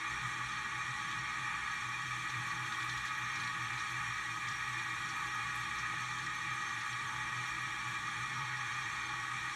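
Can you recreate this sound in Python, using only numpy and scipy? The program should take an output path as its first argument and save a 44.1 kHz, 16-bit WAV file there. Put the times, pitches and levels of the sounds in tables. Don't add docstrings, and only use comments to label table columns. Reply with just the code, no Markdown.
import sys
import numpy as np
from scipy import signal
from scipy.fft import rfft, irfft
from scipy.io import wavfile
from scipy.ndimage import uniform_filter1d

SR = 44100
rng = np.random.default_rng(int(sys.argv[2]) if len(sys.argv) > 2 else 0)


def store_pcm(level_fs):
    pcm = np.round(np.clip(level_fs, -1, 1) * 32767).astype(np.int16)
    wavfile.write(sys.argv[1], SR, np.atleast_2d(pcm).T)


def natural_amplitude(level_db):
    exponent = np.asarray(level_db, float) / 20
    return 10 ** exponent


N = 421155
BIN_HZ = np.arange(N // 2 + 1) * SR / N + 1e-3
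FLOW_DB = -36.5

# frequency in Hz, width in Hz, level in dB.
WALL_MODES = [(62, 7, 5.6), (100, 11, -0.9), (123, 18, 15.2), (163, 16, 5.5), (185, 16, -6.1),
              (220, 23, 0.8), (287, 59, -7.5), (327, 26, 2.3), (401, 20, -5.7), (440, 33, -14.5),
              (498, 53, -13.0), (536, 14, -11.0), (596, 79, -20.5), (661, 38, -13.1), (731, 39, -16.3)]
# frequency in Hz, width in Hz, level in dB.
ARM_MODES = [(801, 32, -0.8), (833, 37, 5.0), (854, 18, 8.2), (897, 26, 2.1), (926, 34, 3.4),
             (998, 44, 2.0), (1056, 31, -0.4), (1113, 46, 10.2), (1142, 41, 14.4), (1165, 18, 10.8),
             (1200, 32, 16.0), (1257, 32, 17.8), (1302, 14, 2.7), (1330, 24, -1.1), (1365, 35, -2.1),
             (1396, 22, 1.5), (1453, 77, 7.0), (1511, 42, 4.1), (1566, 47, 3.0)]
# frequency in Hz, width in Hz, level in dB.
SHELL_MODES = [(1672, 47, 15.5), (1702, 25, 12.0), (1753, 7, 16.1), (1764, 21, 16.7), (1794, 60, 9.1),
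               (1839, 27, 10.4), (1899, 112, 15.0), (1975, 19, 1.6), (2075, 48, 1.5), (2126, 25, 2.7),
               (2173, 27, 12.0), (2217, 26, -1.9), (2262, 20, 3.3), (2294, 17, 11.1), (2311, 29, 11.0),
               (2364, 28, 15.6), (2423, 40, 13.3), (2539, 53, 4.2), (2689, 81, -1.7), (2762, 23, -5.1),
               (2797, 7, -4.9), (2844, 80, -3.1)]
# frequency in Hz, width in Hz, level in dB.
PLATE_MODES = [(2983, 81, -3.4), (3072, 45, -10.9), (3208, 97, 2.3), (3295, 31, -3.1), (3338, 184, -0.8),
               (3438, 73, -2.7), (3512, 111, -2.3), (3635, 118, -0.1), (3806, 93, -0.5), (3889, 62, -7.7),
               (3959, 62, -8.9), (4068, 61, -0.9), (4131, 109, -5.9), (4251, 48, -10.1), (4371, 126, -3.1),
               (4446, 115, -4.3), (4706, 27, -22.5), (4936, 243, -15.8), (5061, 107, -13.6),
               (5211, 37, -13.5), (5259, 38, -11.8), (5322, 71, -15.2), (5492, 175, -11.4), (5626, 63, 1.6),
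               (5733, 169, -13.1), (5963, 124, -9.8), (6014, 48, -9.8), (6260, 188, -10.5), (6316, 44, 2.5),
               (6458, 222, -10.8)]
# frequency in Hz, width in Hz, level in dB.
JET_MODES = [(6889, 214, -7.4), (7300, 600, -15.6), (7608, 34, -5.2), (7660, 300, -13.3), (7979, 37, -7.7),
             (8071, 24, -10.7), (8103, 269, -17.7), (8126, 41, -10.2), (8320, 65, -12.6), (8409, 21, -18.1),
             (8477, 69, -11.7), (8573, 46, -10.4), (8669, 51, -18.1), (8828, 84, -23.4), (8966, 72, -15.1),
             (9297, 399, -18.9), (9390, 66, -12.3), (9466, 35, -15.7), (9675, 87, -18.6),
             (9812, 133, -18.2), (9933, 75, -15.3), (10060, 70, -24.7), (10445, 600, -25.8),
             (11145, 600, -32.5), (11340, 40, -32), (11800, 70, -29), (11849, 22, -25.5),
             (11983, 91, -28.7), (12039, 30, -18.4), (12184, 24, -32.5), (12264, 40, -31.3),
             (12436, 167, -32.6)]
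# frequency in Hz, width in Hz, level in dB.
WHISTLES = [
    (5625, 9.3, 0.93),
    (6317, 5.9, -1.1),
]
# frequency in Hz, width in Hz, depth in dB.
NODES = [(80, 14, -6), (245, 14, -3), (521, 9, -5), (1081, 18, -4.9), (1183, 12, -5), (1290, 10, -4),
         (1540, 12, -5), (1598, 22, -3), (1727, 80, -11.8), (1816, 10, -2.9), (2014, 30, -6.5),
         (2103, 12, -5), (2145, 10, -4), (2275, 12, -4), (2392, 12, -5), (2460, 14, -4), (4003, 24, -4),
         (4095, 14, -3), (4200, 26, -3.5), (4289, 28, -7), (4497, 80, -6.0), (6268, 32, -7.6),
         (12095, 70, -3), (12900, 300, -1.5)]
# time in seconds, level in dB.
SURGE = [
    (0, -1),
    (1.8, -2),
    (2.4, -0.9),
    (3.4, -0.9),
    (4.2, -1.6),
    (5.4, -1.4),
    (6.2, -1.5),
    (8, -1.4),
    (9.55, -1.7),
]
# time in seconds, lift of the arm in dB, lift of the shell in
# dB.
LIFTS = [(1.52, 3.5, 1), (1.67, 1.5, 1.5), (3.22, 0.5, 2), (3.43, 0, 0.5), (4.08, 1.5, 1),
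         (4.79, -0.5, 2.5), (5.19, 2.5, 0.5), (5.36, 2.5, 0), (5.55, 1, 1.5), (5.85, 2.5, 2),
         (7.12, 3, -0.5), (8.4, 2, -1), (8.6, -0.5, 0.5), (9.17, 0.5, 0)]
# frequency in Hz, width in Hz.
SWAY_MODES = [
    (60.5, 5),
    (123, 9),
]
# time in seconds, peak in dB, half length in seconds.
LOW_SWELLS = [(0.2, -56, 0.131), (0.51, -57, 0.061), (0.63, -68.8, 0.04), (0.82, -63, 0.132),
              (1.06, -68.7, 0.032), (1.24, -61, 0.13), (1.59, -58, 0.093), (1.79, -66.8, 0.115),
              (1.96, -73, 0.025), (2.16, -60.0, 0.085), (2.56, -65.5, 0.056), (2.88, -68, 0.25),
              (2.99, -56, 0.047), (3.26, -63.6, 0.051), (3.4, -66.7, 0.052), (3.56, -71, 0.033),
              (3.65, -66, 0.044), (3.76, -60.6, 0.043), (4.04, -65, 0.168), (4.18, -58, 0.083),
              (4.41, -68, 0.046), (4.62, -59, 0.055), (4.72, -67.3, 0.04), (4.95, -67.9, 0.091),
              (5.25, -60, 0.086), (5.46, -62, 0.041), (5.55, -60, 0.056), (5.8, -58.2, 0.17),
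              (6.33, -66.4, 0.25), (6.72, -66.3, 0.034), (6.94, -68, 0.115), (7.21, -57, 0.088),
              (7.39, -75, 0.025), (7.52, -56, 0.068), (7.9, -68.5, 0.25), (8.25, -70, 0.047),
              (8.43, -69.9, 0.047), (8.98, -64, 0.043), (9.06, -64.0, 0.105), (9.41, -64.3, 0.067)]
# time in seconds, peak in dB, half length in seconds.
HIGH_SWELLS = [(0.12, -47, 0.031), (0.26, -45, 0.03), (0.43, -51.5, 0.062), (0.58, -54, 0.025),
               (0.78, -51.0, 0.031), (0.91, -45, 0.02), (1.02, -54.9, 0.025), (1.1, -52, 0.027),
               (1.2, -48.4, 0.037), (1.43, -50.4, 0.04), (1.88, -50, 0.058), (2.11, -48.5, 0.11),
               (2.38, -42.5, 0.048), (2.48, -53, 0.02), (2.61, -49.8, 0.069), (2.84, -51.5, 0.036),
               (2.93, -48.5, 0.056), (3.12, -62, 0.025), (3.24, -48, 0.035), (3.43, -50, 0.072),
               (3.63, -44.5, 0.045), (3.75, -47, 0.029), (3.98, -46.5, 0.058), (4.1, -46, 0.03),
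               (4.32, -51, 0.049), (4.45, -56, 0.027), (4.51, -49, 0.035), (4.73, -50.5, 0.11),
               (4.98, -52.2, 0.081), (5.11, -56, 0.025), (5.27, -56, 0.024), (5.45, -53, 0.114),
               (5.61, -50, 0.031), (5.71, -55, 0.025), (5.84, -53.2, 0.03), (6.02, -52.5, 0.11),
               (6.23, -54.4, 0.099), (6.51, -50, 0.055), (6.78, -53.9, 0.035), (6.94, -48, 0.037),
               (7.06, -52.2, 0.035), (7.19, -50.2, 0.055), (7.31, -50, 0.025), (7.4, -45.9, 0.042),
               (7.65, -53, 0.11), (7.89, -47.0, 0.031), (7.98, -53.4, 0.026), (8.05, -53, 0.03),
               (8.21, -46, 0.04), (8.4, -43.5, 0.071), (8.62, -51, 0.18), (8.85, -56.1, 0.045),
               (9.0, -64, 0.097), (9.18, -57, 0.114), (9.35, -51.3, 0.031), (9.45, -59, 0.026)]
# time in seconds, body in dB, fringe in dB, decay in seconds.
SLAPS = [(0.985, -56, -67, 0.02), (1.112, -54.5, -64, 0.02), (2.293, -53.5, -62.7, 0.035),
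         (2.66, -56, -64, 0.022), (2.722, -49, -63.7, 0.022), (2.8, -52.3, -67.4, 0.022),
         (2.829, -53.8, -67.4, 0.012), (2.895, -47.8, -56.3, 0.016), (2.925, -53.5, -67.4, 0.02),
         (2.975, -52.2, -55.7, 0.02), (3.054, -59.1, -55.2, 0.037), (3.072, -52, -64, 0.028),
         (3.357, -53.6, -54.9, 0.022), (3.396, -50.9, -61.4, 0.021), (3.434, -52.3, -60.7, 0.021),
         (3.474, -53.4, -64.0, 0.012), (3.732, -55.5, -66, 0.02), (3.778, -51.5, -62, 0.035),
         (3.798, -56, -56.7, 0.035), (4.471, -53.5, -59.6, 0.043), (4.483, -52.7, -54.2, 0.023),
         (4.515, -57, -58, 0.03), (4.79, -52.5, -67.4, 0.018), (4.899, -61.3, -60.6, 0.016),
         (5.088, -55.4, -55.3, 0.035), (5.264, -61.3, -57.7, 0.019), (5.784, -55.8, -53, 0.036),
         (6.184, -55.5, -64.7, 0.023), (6.219, -59.1, -60.9, 0.028), (6.262, -55.7, -54.5, 0.014),
         (6.69, -57, -66, 0.02), (6.809, -61.3, -59.7, 0.031), (6.927, -55.7, -65.8, 0.021),
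         (8.569, -58.8, -59.8, 0.032), (8.819, -59, -63, 0.033), (8.959, -60, -63, 0.043),
         (9.09, -54, -66, 0.02)]
# time in seconds, lower part in dB, upper part in dB, decay in seconds.
SPITS = [(1.084, -76.6, -77.2, 0.035), (1.735, -80, -76.5, 0.02), (1.885, -72, -82, 0.02),
         (2.379, -82.5, -79.3, 0.035), (2.472, -74.1, -77.4, 0.02), (2.657, -73.8, -83.2, 0.045),
         (2.781, -76.8, -80.1, 0.031), (2.839, -67.6, -77.3, 0.021), (2.969, -76.6, -80.0, 0.026),
         (3.048, -71.5, -82, 0.022), (3.176, -72.6, -76.3, 0.037), (3.418, -73.5, -77.7, 0.022),
         (3.621, -80.0, -77.8, 0.028), (3.895, -72.3, -78.3, 0.045), (3.914, -72.7, -74.7, 0.025),
         (4.685, -73.5, -76.6, 0.033), (4.729, -78, -80.2, 0.016), (4.779, -82.5, -79.4, 0.012),
         (5.099, -75.1, -78.3, 0.023), (5.164, -68.5, -72.9, 0.023), (5.204, -74.8, -85.6, 0.023),
         (5.26, -74.7, -76.7, 0.022), (5.344, -74.1, -72.6, 0.025), (5.552, -64.1, -71.7, 0.024),
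         (5.596, -74.9, -73.8, 0.022), (5.752, -80, -77, 0.02), (6.004, -75.3, -76.4, 0.022),
         (6.349, -72.1, -75.3, 0.018), (6.532, -80, -77, 0.02), (6.859, -75.8, -79.2, 0.023),
         (7.468, -74.7, -78.4, 0.045), (7.614, -71.5, -79.8, 0.015), (7.879, -74.0, -76.3, 0.038),
         (7.912, -80, -77, 0.02)]
# frequency in Hz, density in dB per Hz.
SPRAY_COLOUR = [(20, -16), (78, -2), (300, -15), (600, -21.5), (800, -13.5), (2000, -4.5), (3000, -23),
                (4700, -50), (7000, -25), (10000, -27), (11500, -37), (12600, -30.5), (14300, -35),
                (15300, -41)]
# time in seconds, level in dB.
SCATTER = [
    (0.0, -75),
    (0.32, -85),
    (1.67, -84),
    (2.71, -64),
    (3.43, -73),
    (4.07, -73),
    (4.47, -68),
    (5.21, -73),
    (6.22, -77),
    (9.55, -80),
]


def fittings(surge_db):
    arm_db, shell_db = lifts()
    arm = surging(ringing(ARM_MODES, 0.18, 4.2), surge_db + arm_db + churn_db())
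    shell = surging(ringing(SHELL_MODES, 0.18, 4.3), surge_db + shell_db + churn_db())
    wall = ringing(WALL_MODES[1:2] + WALL_MODES[3:], 0.89, 6.6)
    plate = ringing(PLATE_MODES, 0.47, 14)
    jets = ringing(JET_MODES, 0.62, 15)
    return wall + arm + shell + plate + jets + ringing(WHISTLES, 1.4, 4.3)


def ringing(modes, flicker_db, rate):
    power = np.zeros(len(BIN_HZ))
    for hz, width, db in modes:
        lowest, highest = max(hz - 12 * width, 0), hz + 12 * width
        near = slice(int(lowest * N / SR), int(highest * N / SR))
        detune = (BIN_HZ[near] ** 2 - hz ** 2) / (BIN_HZ[near] * width)
        power[near] += natural_amplitude(db) ** 2 / (1 + detune ** 2) ** 2
    drive = rng.standard_normal(N) * natural_amplitude(flicker_db * walk(rate))
    return irfft(rfft(drive) * np.sqrt(power), N)


def surging(x, db):
    slow_power = uniform_filter1d(uniform_filter1d(x ** 2, SR // 8), SR // 8)
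    return x * np.std(x) / np.sqrt(slow_power) * natural_amplitude(db - np.mean(db))


def lifts():
    s, arm_db, shell_db = np.transpose(LIFTS)
    samples = np.arange(N)
    coarse = samples[::100]
    bell = np.exp(-((coarse / SR - s[:, None]) / 0.047) ** 2)
    return [np.interp(samples, coarse, db @ bell) for db in (arm_db, shell_db)]


def churn_db():
    return .5 * walk(12)


def walk(rate):
    k = int(SR / rate)
    held = np.repeat(rng.standard_normal(N // k + 1), k)
    return 1.14 * uniform_filter1d(uniform_filter1d(held, k), k)[:N]


def curve(table):
    s, *columns = np.transpose(table)
    return [np.interp(np.arange(N) / SR, s, c) for c in columns]


def sway():
    low = swells(LOW_SWELLS, rest_db=-78)
    high = swells(HIGH_SWELLS, rest_db=-58)
    out = np.zeros(N)
    for (hz, width), size, gain_db, slack in zip(SWAY_MODES, (low, high), (-2.2, -2.1), (.15, .16)):
        swing = ringing([(hz, width, 0)], 0, 5)
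        swing = swing / np.std(swing)
        steady = swing * np.sqrt(2) / (np.abs(signal.hilbert(swing)) + slack)
        throb_db = 1.2 * walk(20)
        out += natural_amplitude(gain_db + throb_db) * size * steady
    return out


def swells(swell_rows, rest_db):
    s, db, half_s = np.transpose(swell_rows)[:, :, None]
    t = np.arange(0, N / SR + .01, .005)
    size = natural_amplitude(rest_db) + np.sum(natural_amplitude(db) * np.exp(-((t - s) / half_s) ** 2), axis=0)
    return np.interp(np.arange(N) / SR, t, size)


def mount(x):
    power = np.ones(len(BIN_HZ))
    for hz, width, db in NODES:
        detune = (BIN_HZ ** 2 - hz ** 2) / (BIN_HZ * width)
        power *= 1 - (1 - natural_amplitude(db) ** 2) / (1 + detune ** 2)
    return irfft(rfft(x) * np.sqrt(power), N)


def slaps():
    s, body_db, fringe_db, decay_s = np.transpose(SLAPS)
    body = bursts(s, body_db + 2.3, .5 * decay_s, 3100, 4450, rise_s=.0004, tail_db=-11)
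    fringe = bursts(s, fringe_db + 1.4, .42 * decay_s, 4900, 7200, rise_s=.0006, tail_db=-14)
    return body + fringe


def spits():
    s, lower_db, upper_db, decay_s = np.transpose(SPITS)
    when, size = rng.random((90, 2)).T
    faint = bursts(when * N / SR, -84 + 4.0 * size, .012, 9500, 15000, rise_s=.001, tail_db=-16)
    lower = bursts(s, lower_db + 3.8, .4 * decay_s, 9000, 11700, rise_s=.0008, tail_db=-13)
    upper = bursts(s, upper_db + 3.0, .4 * decay_s, 11700, 14800, rise_s=.0008, tail_db=-14)
    return faint + lower + upper


def bursts(times, db, decay_s, lo_hz, hi_hz, rise_s, tail_db):
    t = np.arange(int(.3 * SR)) / SR
    tiles = natural_amplitude(tail_db) * np.exp(-t / 0.041)
    out = np.zeros(N + len(t))
    for s, level_db, tau in np.broadcast(times, db, decay_s):
        shape = (1 - np.exp(-t / rise_s)) * (np.exp(-t / tau) + tiles)
        patter = natural_amplitude(15 * uniform_filter1d(rng.standard_normal(len(t)), size=100))
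        burst = shape * band(rng.standard_normal(len(t)) * patter, lo_hz, hi_hz)
        start = int(s * SR)
        out[start:start + len(t)] += natural_amplitude(level_db) * burst / np.std(burst[:SR // 70])
    return out[:N]


def band(x, lo_hz, hi_hz):
    return signal.sosfilt(signal.butter(3, [lo_hz, hi_hz], "band", fs=SR, output="sos"), x)


def tap():
    t = np.arange(N) / SR - 5.940
    knock = np.sin(2 * np.pi * 650 * t) * np.exp(-np.abs(t) / .0012) * (t > 0)
    edge = natural_amplitude(-12) * np.exp(-(t * SR / .7) ** 2)
    return natural_amplitude(-41) * (knock + edge)


def spray():
    hz, db = np.transpose(SPRAY_COLOUR)
    colour = natural_amplitude(np.interp(np.log(BIN_HZ), np.log(hz), db))
    drop_size = natural_amplitude(1.7 * rng.exponential(size=N))
    drops = rng.standard_normal(N) * drop_size * natural_amplitude(0.73 * walk(25))
    hiss = irfft(rfft(drops / np.std(drops)) * colour, N)
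    scatter_db, = curve(SCATTER)
    treble = hiss - signal.sosfiltfilt(signal.butter(2, 3000, fs=SR, output="sos"), hiss)
    lift = natural_amplitude(.32 * (scatter_db - np.mean(scatter_db)))
    return hiss + treble * (lift - 1)


def scene():
    surge_db, = curve(SURGE)
    flow = natural_amplitude(FLOW_DB) * mount(fittings(surge_db) + spray())
    struck = mount(sway() + slaps())
    return (flow + struck + spits() + tap())[None]


def low_pass(x):
    return signal.sosfilt(signal.butter(12, 15670, fs=SR, output="sos"), x)


def record(dry):
    cut = signal.sosfilt(signal.ellip(12, .2, 60, 15270, fs=SR, output="sos"), dry)
    return low_pass(cut)


dry = scene()
out = record(dry)
store_pcm(out)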